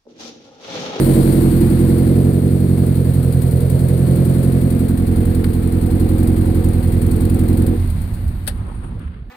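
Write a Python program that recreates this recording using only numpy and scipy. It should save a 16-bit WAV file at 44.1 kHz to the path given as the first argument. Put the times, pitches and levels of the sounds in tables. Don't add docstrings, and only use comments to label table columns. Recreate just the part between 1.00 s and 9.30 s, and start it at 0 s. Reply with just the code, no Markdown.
import sys
import numpy as np
from scipy import signal
from scipy.fft import rfft, irfft
from scipy.io import wavfile
from scipy.ndimage import uniform_filter1d

SR = 44100
rng = np.random.default_rng(int(sys.argv[2]) if len(sys.argv) > 2 else 0)


def magnitude_from_level(level_db):
    exponent = np.asarray(level_db, float) / 20
    return 10 ** exponent


def dump_mix(stems):
    frames = np.atleast_2d(stems).T
    limited = np.clip(frames, -1, 1)
    pcm = np.round(limited * 32767).astype(np.int16)
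    wavfile.write(sys.argv[1], SR, pcm)


N = 366030
T = np.arange(N) / SR
CUT_S = 6.74
HEAVE_S = 0.053

# [time_s, engine_cycles_per_s]
IDLE = [(0.0, 11.263), (0.667, 10.754), (1.294, 11.33), (1.695, 11.221), (2.407, 10.574), (3.222, 10.975),
        (3.807, 10.962), (4.388, 10.651), (5.0, 10.844), (5.345, 10.985), (5.923, 10.545), (6.6, 10.95),
        (6.74, 10.465)]
# [time_s, stop]
WALK = [(0, 0), (.3, .5), (.6, 1), (.95, 1.32), (1.35, 2), (1.8, 2), (2.3, 3), (2.7, 3), (3.2, 4),
        (3.75, 4.5), (4.2, 5.5), (4.6, 5), (5.1, 5.5), (5.75, 5.5), (6.6, 5.5)]
# [time_s, level_db]
HEAVES = [(6.83, 3), (6.95, 5), (7.269, 3), (7.438, -2.5), (7.6, 3), (7.92, 8.5), (8.05, 6), (8.2, 0)]
STOP = np.interp(T, *np.transpose(WALK))


def evened(x):
    return x / np.sqrt(np.mean(x ** 2) + 1e-20)


def along(rows):
    s, *columns = np.transpose(rows)
    return [np.interp(T, s, column) for column in columns]


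def at_stops(values):
    return np.interp(STOP, np.arange(len(values)), values)


def read(points, hz):
    f, value = np.transpose(points)
    return np.interp(np.log(hz + 1), np.log(f + 1), value)


def bump(s, half_s):
    return np.exp(-.5 * ((T - s) / half_s) ** 2)


def later(x, s):
    n, cycle = int(s * SR), int(SR / IDLE[0][1])
    return np.concatenate([x[cycle - n:cycle], x[:N - n]])


def band_filter(x, order, hz, kind):
    return signal.sosfiltfilt(signal.butter(order, hz, kind, fs=SR, output="sos"), x)


def ring(x, hz, width):
    r = np.exp(-np.pi * width / SR)
    angle = 2 * np.pi * hz / SR
    return signal.lfilter([(1 - r) * np.sin(angle)], [1, -2 * r * np.cos(angle), r * r], x)


def ports(pair, colour):
    # [pitch_hz, left_over_right_db]
    left_over_right = [(60, -11), (200, -5), (380, 1), (700, 4), (1290, 0.5), (2380, 3), (4400, 10),
                       (6000, -5), (8100, 35), (9500, 55), (11500, 13), (15000, 12)]
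    # [pitch_hz, likeness]
    likeness = [(60, 1), (180, 0.26), (550, 0.12), (1650, 0.0085), (4970, -0.25), (15000, 0.0067)]
    hz = np.fft.rfftfreq(pair.shape[1], 1 / SR)
    a, b = rfft(pair)
    same = np.clip(read(likeness, hz), 0, 1)
    over = magnitude_from_level(read(left_over_right, hz))
    z = np.array([a * over, same * a + np.sqrt(1 - same ** 2) * b])
    z /= np.sqrt(1 + over ** 2 + 2 * same * over)
    out = irfft(z * magnitude_from_level(read(colour, hz)), pair.shape[1])
    return out / np.sqrt(np.mean(out.mean(0) ** 2))


def crank():
    drag_per_s, coast_s = 11.52, 2.924
    coast = (IDLE[-1][1] + drag_per_s) * np.exp(-(T - CUT_S) / coast_s) - drag_per_s
    rate = np.where(T < CUT_S, along(IDLE)[0], coast)
    return rate, np.cumsum(rate) / SR


def coasting(late_s=0):
    lost = 1 - np.exp(-np.maximum(T - CUT_S - late_s, 0) / 0.056)
    return lost, (T > CUT_S) * np.log2(IDLE[-1][1] / crank()[0])


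def shake():
    shudder_db = [-40, -43, -50, -54, -46, -42, -26]
    shake_hz = 27.8
    low = ring(ring(rng.standard_normal(N), shake_hz, width=21), shake_hz, width=21)
    return evened(low) * magnitude_from_level(at_stops(shudder_db) - 3.4 * coasting()[1])


def rustle():
    # [pitch_hz, level_db_per_hz]
    cloth_colour = [(400, 4.5), (620, -4), (900, 4), (1300, 1.5), (2000, -11), (3200, -14), (5000, -36),
                    (6500, -56), (8800, -11), (10500, -24), (12500, -43)]
    # [time_s, level_db, half_length_s, fizz_db, body_db]
    rub_events = [(7.567, -48.5, .03, 9, -1), (7.61, -48, .015, -2, 5), (7.687, -45.5, 0.029, 3, 5),
                  (7.758, -50, 0.022, 10.5, -1), (7.832, -46, 0.026, 4.5, 2), (7.875, -55, .016, 12, -4),
                  (7.926, -49, 0.025, -2, 4.5), (8.036, -43, .035, -7, -13), (8.13, -50, .025, -17.5, -16),
                  (8.197, -50.5, 0.038, -17, -16)]
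    clumps_db = 2.5 * evened(uniform_filter1d(rng.standard_normal(N), 500))
    rub = ports(rng.standard_normal((2, N)), cloth_colour) * magnitude_from_level(clumps_db)
    fizz = band_filter(rub, 4, 6000, "high")
    body = band_filter(rub, 4, 1200, "low")
    s, db, half, fizz_db, body_db = np.transpose(rub_events)
    swells = magnitude_from_level(db)[:, None] * np.array([bump(*b) for b in zip(s, half)])
    sound = swells.sum(0) * rub
    sound += (magnitude_from_level(fizz_db) - 1) @ swells * fizz
    return sound + (magnitude_from_level(body_db) - 1) @ swells * body


def clicks():
    # [time_s, peak_db, rise_s, fade_60db_s, brightness_db_per_octave]
    creak_events = [(3.298, -33, .002, .035, -14), (4.4405, -23.5, .003, .038, -4.5)]
    # [time_s, peak_db, rise_s, fade_60db_s, brightness_db_per_octave]
    latch_events = [(7.4672, -33, 0.001, 0.055, 1), (7.4737, -15, 0.0028, 0.057, 1),
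                    (7.481, -24, 0.0023, 0.045, -3), (7.491, -34.5, .0004, 0.11, -2.5),
                    (7.677, -40, 0.0035, 0.082, -21), (7.965, -40, 0.0079, .1, -14),
                    (7.993, -48, 0.00049, 0.031, 0)]
    # [pitch_hz, level_db_per_hz]
    trim_colour = [(500, -25), (1100, -2), (2000, 0), (3200, -5), (4400, -1), (6000, -22), (9000, -10),
                   (15000, -22)]
    # [pitch_hz, level_db_per_hz]
    latch_colour = [(240, -41), (400, -14), (560, -4), (680, -14), (790, -5), (1030, -21), (1400, -5),
                    (1830, -3), (2200, -14), (2800, -10), (4510, -8), (6740, -27), (8630, -2), (14800, -18),
                    (16000, -25)]
    # [pitch_hz, level_db, fade_60db_s]
    spring_modes = [(4600, -52, .16), (2510, -55, .15), (810, -42, .15), (577, -31, 0.11), (487, -49, .12)]
    out, t = np.zeros((2, N)), np.arange(4096) / SR
    for s, db, rise, t60, tilt_db in creak_events + latch_events:
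        points = latch_colour if s > CUT_S else trim_colour
        colour = [(hz, v + tilt_db * np.log2(hz / 4000)) for hz, v in points]
        shape = np.clip(t / rise, 0, 1) ** 2 * magnitude_from_level(db - 60 * t / t60)
        at = round(s * SR)
        out[:, at:at + len(t)] += ports(rng.standard_normal((2, len(t))), colour) * shape
    at, t = round(latch_events[1][0] * SR), np.arange(8192) / SR
    spring = sum(magnitude_from_level(db - 60 * t / t60) * np.sin(2 * np.pi * hz * t) for hz, db, t60 in spring_modes)
    out[:, at:at + len(t)] += spring * np.clip(t / 0.0038, 0, 1)
    return out


def thuds():
    thud_hz = 209
    lost, halvings = coasting()
    lumps_db = 2.4 * evened(uniform_filter1d(rng.standard_normal(N), 900))
    lumps_db += 0.7 * sum(db * bump(s, HEAVE_S) for s, db in HEAVES)
    gas = ring(ring(rng.standard_normal(N), thud_hz, width=240), thud_hz, width=240)
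    level_db = -30.5 - 6.5 * halvings + lumps_db
    return evened(gas) * lost * magnitude_from_level(level_db) * magnitude_from_level([[-1.2], [1.2]])


def gulps():
    # [time_s, peak_db, pitch_hz, half_length_s]
    gulp_events = [(6.799, -11.5, 87, 0.03), (6.843, -15, 91, 0.011), (6.888, -12.5, 84, 0.015),
                   (6.949, -15, 90, 0.019), (7.04, -23, 80, 0.022), (7.126, -20, 101, 0.028),
                   (7.21, -17.5, 86, .022), (7.28, -14.5, 77.4, 0.032), (7.36, -24, 84, 0.03),
                   (7.43, -20, 93, 0.023), (7.529, -29, 80, .03), (7.605, -18, 100, 0.023),
                   (7.671, -25, 62, 0.024), (7.801, -23, 80, 0.018), (7.922, -21.5, 56.6, 0.028),
                   (7.991, -25, 95, 0.023), (8.061, -22, 74, 0.031), (8.198, -27, 60, 0.028)]
    out = np.zeros(N)
    for s, db, hz, half in gulp_events:
        at = round((s - 3 * half) * SR)
        t = np.arange(-3 * half, 3 * half, 1 / SR)[:N - at]
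        out[at:at + len(t)] += magnitude_from_level(db) * np.exp(-.5 * (t / half) ** 2) * np.cos(2 * np.pi * hz * t)
    return out * magnitude_from_level([[-1.1], [1.1]])


def belt_squeal():
    # [start_s, hold_s, level_db]
    squeal_events = [(.28, .36, -48.5), (6.935, .03, -59), (7.06, .04, -60), (7.2, .045, -60),
                     (7.365, .04, -61)]
    whistle = evened(ring(rng.standard_normal(N), hz=12480, width=260))
    edge_s = .025
    swell = sum(magnitude_from_level(db) * np.clip(np.minimum(T - s, s + hold - T) / edge_s + 1, 0, 1)
                for s, hold, db in squeal_events)
    return whistle * swell * magnitude_from_level([[5.5], [-8]])


def ticks():
    # [time_s, peak_db]
    tick_events = [(2.135, -28), (2.2296, -37), (2.323, -32), (2.4175, -21), (2.5098, -24), (2.605, -29),
                   (2.6973, -21), (2.791, -28), (2.8834, -25), (2.975, -32), (3.022, -43), (3.11, -26),
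                   (3.1567, -28), (3.2502, -20.5), (3.5232, -33), (3.6124, -30), (3.703, -20.5),
                   (3.795, -27), (3.886, -24), (3.9748, -24), (4.07, -27), (4.1594, -31), (4.2533, -23),
                   (4.348, -20.5), (4.441, -20.5), (4.5346, -26), (4.6275, -35), (4.6733, -26),
                   (4.7226, -27), (4.8128, -31), (4.8596, -24), (4.908, -28), (4.998, -24), (5.0893, -25),
                   (5.1816, -35), (5.23, -23), (5.272, -20), (5.3628, -36), (5.4116, -27), (5.5466, -30),
                   (5.643, -21), (5.686, -24), (5.7323, -26), (5.8298, -39), (5.8755, -40), (5.9245, -26),
                   (6.0184, -24), (6.0646, -23), (6.113, -18.5), (6.16, -22), (6.2072, -25), (6.2507, -22),
                   (6.2968, -18.5), (6.343, -23), (6.3906, -20), (6.4853, -20), (6.5293, -24),
                   (6.5719, -22), (6.6195, -25), (6.6644, -21),
                   (0.0448, -24), (0.1351, -25), (0.4075, -24), (0.7845, -33), (0.8754, -24), (0.9845, -28),
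                   (1.8627, -23), (1.9535, -30), (2.0892, -36), (6.757, -38), (6.7956, -33), (6.8709, -34),
                   (6.8978, -29), (7.0141, -29), (7.136, -29), (7.2745, -32), (7.4331, -42)]
    rise_s, t60_s, under_db = .002, .046, -9.5
    out, t = np.zeros(N), np.arange(2048) / SR
    for s, db in tick_events:
        at = round(s * SR)
        u = t / (2.2 if s > CUT_S else 1)
        out[at:at + len(t)] += np.clip(u / rise_s, 0, 1) * magnitude_from_level(db + under_db - 60 * u / t60_s)
    return out


def leak_puffs(puff_db):
    puff_place = [0.43, 0.6636, 0.651, 0.61, 0.566, 0.527, 0.53]
    lost = coasting()[0]
    place = at_stops(puff_place) * (1 - lost) - .12 * lost
    puff_db = puff_db - 31 * (T > 6.7)
    half = 2 * (crank()[1] - place) + 4
    count, phase = half.astype(int), half % 1
    size_db = np.where(count % 2, -4.5, 0) + 1.4 * rng.standard_normal(400)[count]
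    gate = np.clip(phase / 0.12, 0, 1) * np.clip((1 - phase) / 0.16, 0, 1)
    return magnitude_from_level(puff_db + size_db - 10.4 * phase) * gate


def air():
    # [pitch_hz, level_db_per_hz]
    whirr_colour = [(380, -3), (640, -3.5), (726, -4), (864, -5), (1130, -8), (2190, -12), (2990, -19),
                    (4280, -19), (4720, -22.5), (5460, -42), (6500, -61), (8450, -53), (14300, -120)]
    # [pitch_hz, level_db_per_hz]
    leak_colour = [(1760, -45), (3000, -11), (3750, -9.5), (4320, -2.5), (4630, -7), (5400, -15),
                   (6090, -17), (7100, -12.5), (8400, 0), (9070, 3.5), (10800, -5), (14800, -4),
                   (15400, -6.5), (16000, -22)]
    air_db = [
        (-38, -41, -46, -46, -44, -46, -43.5),
        (-33, -39.5, -44, -45, -43, -47.5, -47.5),
        (3.5, 6.5, 5.5, 10.5, 8, 10.5, 14),
    ]
    # [drop_db, fade_db_per_halving_of_speed]
    air_end = [
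        (-1, -6.5),
        (1.5, -12.5),
        (-6, 11),
    ]
    lost, halvings = coasting()
    whirr_db, leak_db, puff_db = (at_stops(db) + drop * lost + fade * halvings
                                  for db, (drop, fade) in zip(air_db, air_end))
    puffs = leak_puffs(puff_db)
    flutter_db = 0.74 * evened(uniform_filter1d(rng.standard_normal(N), 130))
    bright = [(hz, db + 2.2 * np.log2(hz / 9000)) for hz, db in leak_colour]
    steady, jets = (ports(rng.standard_normal((2, N)), colour) for colour in (leak_colour, bright))
    treble = band_filter(steady, 2, 11000, "high")
    dull_db = -8 * np.clip((T - 7.56) / .08, 0, 1)
    steady += (magnitude_from_level(dull_db) - 1) * treble
    jet_strength = np.hypot(0.79 * puffs * magnitude_from_level(leak_db), ticks())
    leak = (steady * magnitude_from_level(leak_db) + jet_strength * jets) * magnitude_from_level(flutter_db)
    whirr = ports(rng.standard_normal((2, N)), whirr_colour) * magnitude_from_level(whirr_db + 4.0 + 0.96 * flutter_db)
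    return leak + whirr * (1 + 0.12 * puffs) + belt_squeal()


def strokes(spread_db, slip_s):
    first, apart = .585, .245
    rate, cycles = crank()
    pushes = np.zeros((4, N))
    chance = rng.standard_normal((100, 4, 2))
    for k in range(4):
        s = np.interp(np.arange(-1, 99) + first + k * apart, cycles, T, left=0, right=0)
        loose = np.where(s > CUT_S, 3, 1)
        at = np.clip((s + slip_s * loose * chance[:, k, 0]) * SR, 0, N - 1).astype(int)
        size = magnitude_from_level(spread_db * loose * chance[:, k, 1]) / np.sqrt(rate[at])
        np.add.at(pushes[k], at, (s > 0) * size)
    return pushes


def part_pushes(gas):
    cylinders_db = [-1.2, -.6, 0, -8.5]
    lope_share = [
        (2.4, 2.2, 2.2, 2.2, 2.2, 1.6, 0.89),
        (1.1, 1.2, 1.6, 1.83, 2.4, 2.3, 3.8),
        (0.34, 0.39, 0.85, 0.27, 0.44, 1.4, 0.53),
        (2.1, 0.44, 1.1, 0.83, 1.05, 0.43, 0.35),
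        (1.1, 0.96, 1.7, 2.2, 1.1, 1.1, 2.1),
    ]
    gap_shift = [
        (0.1, .05, .05, .05, .05, -.2, -1.3),
        (-0.4, -0.3, .4, .6, 0.28, 0.031, -0.021),
        (0.7, 0.41, .05, .2, .05, -0.29, -0.21),
        (-0.16, -0.05, .05, .05, 0.045, -0.045, 0.18),
        (-0.1, 0.17, 0.062, .05, 0.054, .05, 0.42),
    ]
    rows = strokes(spread_db=.8, slip_s=.0002)
    at = np.flatnonzero(rows.any(0))
    direct = np.tile(gas, (5, 1))
    for part, lope, shift in zip(direct, lope_share, gap_shift):
        order = np.arange(4)[:, None] - np.interp(STOP[at], range(7), shift)
        pattern_db = np.interp(order, range(4), cylinders_db, period=4)
        pattern_db = pattern_db * np.interp(STOP[at], range(7), lope)
        part[at] += (rows[:, at] * magnitude_from_level(pattern_db)).sum(0)
    return direct


def with_echoes(direct, place):
    # [late_s, share]
    echo_paths = [(0.0101, -0.7), (0.016, 0.45), (.027, 0.64), (.039, -0.69)]
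    echo_db = [
        0,
        -8,
        -8.5,
    ]
    echo = magnitude_from_level(np.interp(place, [0, 1, 2], echo_db))
    return [d + echo * sum(share * later(d, s) for s, share in echo_paths) for d in direct]


def body_levels():
    part_db = [
        (-23, -25, -38, -33, -35, -25.5, -20),
        (-26, -18.5, -18.5, -19.5, -21.5, -18.5, -13),
        (-14.5, -17, -17.5, -16.5, -14, -24, -25.5),
        (-14.5, -14.5, -16, -24.5, -20, -20, -17.5),
        (-20.5, -26.5, -25, -28.5, -26.5, -30.5, -27),
    ]
    # [drop_db, fade_db_per_halving_of_speed, share_of_each_heave, late_s]
    part_end = [
        (-1.5, -4.5, 0.55, -.01),
        (-10.5, -7, 0.5, -.045),
        (-8, -5, 0.56, -.04),
        (-20, -5, 0.47, .015),
        (-27, -0.5, 0.68, .015),
    ]
    # [time_s, panels_db, panels_tilt_db_per_octave, block_db]
    lean_moves = [(0, 1.3, -7, -2), (.3, 0.7, -6, 0.5), (.7, -0.5, -2.5, -2.9), (1.1, 0.7, -1, 1.3),
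                  (1.45, -1.5, -5, -2), (1.8, -2.5, -6, -3.5), (2.2, 0.3, -2, -2), (2.7, -0.2, 6, 2),
                  (3.3, 0.3, .1, -0.3), (3.8, 2.3, -2.5, 1.2), (4.2, -0.7, -10, 0.5), (4.7, -0.5, 9, 1.5),
                  (5.25, 1.5, 1, -0.8), (5.55, .1, 3, 0), (5.85, -3.5, -2, -1.7), (6.2, -0.2, -3.5, -0.6),
                  (6.6, 1.5, -6, 0)]
    halvings = coasting()[1]
    heave_db = sum(db * bump(s, HEAVE_S) for s, db in HEAVES)
    levels_db = [at_stops(db) + drop * coasting(late)[0] + fade * halvings + share * heave_db
                 for db, (drop, fade, share, late) in zip(part_db, part_end)]
    lean_db, tilt_db, turn_db = along(lean_moves)
    levels_db[3] = levels_db[3] + lean_db
    levels_db[4] = levels_db[4] + turn_db
    return levels_db, tilt_db


def rung(pushes, modes, standing, place, level_db, path_s, tilt_db=0):
    group = np.zeros(N)
    for (hz, width, *db), stand_db in zip(modes, standing):
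        late_s = .0032 * np.log2(hz / 30) + path_s * rng.random()
        once = ring(pushes, hz, width)
        steep = ring(once, hz, 3 * width) if hz > 200 else once
        mode_db = np.interp(place, [0, 1, 2], db) + np.interp(STOP, range(7), stand_db)
        mode_db = mode_db + tilt_db * np.log2(hz / 280)
        group += magnitude_from_level(mode_db) * later(evened(steep), late_s)
    limits_hz = .84 * min(modes)[0], 1.2 * max(modes)[0]
    group = evened(band_filter(group, 1, limits_hz, "band"))
    slow_power = uniform_filter1d(group ** 2, 16000, mode="mirror")
    return magnitude_from_level(level_db) * group / np.sqrt(slow_power + 1e-3)


def blow_down(pushes):
    snap_db = [-37, -22.5, -23.5, -24.5, -22.5, -31, -24.5]
    snap = evened(band_filter(later(pushes, 0.01248), 1, (80, 330), "band"))
    return snap * magnitude_from_level(at_stops(snap_db) - 25.6 * coasting(-0.049)[0])


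def exhaust():
    # [pitch_hz, width_hz, wing_db, door_db, footwell_db]
    boom_modes = [(37.7, 14, 9, -5, -8), (64, 14, -4, 3, -20)]
    pipe_modes = [(90, 37, 0, 4, -26), (74, 6, -5, -9, 3.5), (99, 10, 8, 15, 14)]
    box_modes = [(131.8, 13.8, -4.5, 5, -19), (118, 20, -22, -34, 3.5), (184.8, 33.4, 0.5, 3.5, 9.5)]
    panel_modes = [(230, 59, 3, 7, -0.95), (244.9, 14.8, -2, -3, 0.7), (278.6, 17.5, -9, -4.5, -0.64),
                   (306.2, 28.6, 0.5, -8.5, 0.052), (335.3, 21.6, 3.5, -1.5, -1.73)]
    block_modes = [(396.5, 32.4, -3.5, 1, 1), (441, 23.5, -0.5, -3, 3.5), (475.3, 16, 0, -0.5, 4),
                   (539.4, 23.5, -2, -2, -1.5), (614, 46, -10, -6.5, -15), (678, 60, -10.5, -5, -19.5),
                   (756, 61, -9.5, -14.5, -4)]
    box_standing = [(2.5, 0.1, 0.1, 3.5, 0.1, 13, -1), (-2, 0.1, 0.1, -8, 0.1, -11, -1),
                    (-3.5, 1.5, 0.1, -7.5, 0.1, 9, 1.5)]
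    panel_standing = [(-9, -1, -1.5, -5.5, -0.7, -1.5, -7), (-3.5, -2, -5, 10.5, 1.5, 4.5, 7),
                      (-10, -6, -15, 8, -10, -2.5, -0.5), (5.5, 0.5, 5.5, 10, 0, 1.6, 6),
                      (-8, 2.5, -5.5, -0.5, 4.5, -6, 5.5)]
    block_standing = [(2, 2, 3, 0.1, 4, -7.5, 5.5), (5.5, 3.5, -4.5, 2.5, 0, 7.5, -1.3),
                      (3, 4.5, 0.5, 3, 1, 0, -2.5), (-3, -7, -6.5, -2, -2, -6, 3),
                      (5, -1, -1, -0.5, 1.5, -3, -4), (0, -0.5, 0, -2, 0, 5, -7), (-5, 3, -1, 4, 2, 2.5, 3)]
    facing_place = [0.51, 0.18, 1.24, 0.98, 0.73, 1.63, 2.4]
    still = np.zeros((3, 7))
    place = at_stops(facing_place)
    lost, halvings = coasting()
    levels_db, tilt_db = body_levels()

    swirl = rng.standard_normal((2, N)) * np.sqrt(3 / SR)
    swirl_db = -22 + 22 * lost + 3.3 * halvings
    direct = part_pushes(swirl[0] * magnitude_from_level(swirl_db))
    pushes = with_echoes(direct[:4], place)

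    modes = boom_modes, pipe_modes, box_modes, panel_modes
    standing = still, still, box_standing, panel_standing
    parts = zip(pushes, modes, standing, levels_db, (0, 0, 0, tilt_db))
    body = sum(rung(p, m, w, place, db, path_s=.0015, tilt_db=tilt) for p, m, w, db, tilt in parts)
    body -= blow_down(direct[2])
    body = band_filter(body, 3, 500, "low")
    block = [rung(direct[4] + .6 * s, block_modes, block_standing, place, levels_db[4], path_s=.016)
             for s in swirl]
    aside = rung(pushes[3], panel_modes, panel_standing, place, levels_db[3] - 13, path_s=.01,
                 tilt_db=tilt_db)
    left = magnitude_from_level(-2.0) * (body + aside + block[0])
    right = magnitude_from_level(1.6) * later(body + .6 * block[0] + .5 * block[1], .00028)
    return np.array([left, right])


def scene():
    return exhaust() + air() + clicks() + rustle() + shake() + thuds() + gulps()


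def band_limit(x):
    return signal.sosfilt(signal.butter(12, 16430, fs=SR, output="sos"), x)


def record(dry):
    cut = signal.sosfilt(signal.butter(2, 24, "high", fs=SR, output="sos"), dry)
    held = np.tanh(cut / 1.15) * 1.15
    held = signal.oaconvolve(held, signal.firwin(401, 15980, fs=SR)[None], "same")
    return band_limit(held)


dry = scene()
out = record(dry)
dump_mix(out)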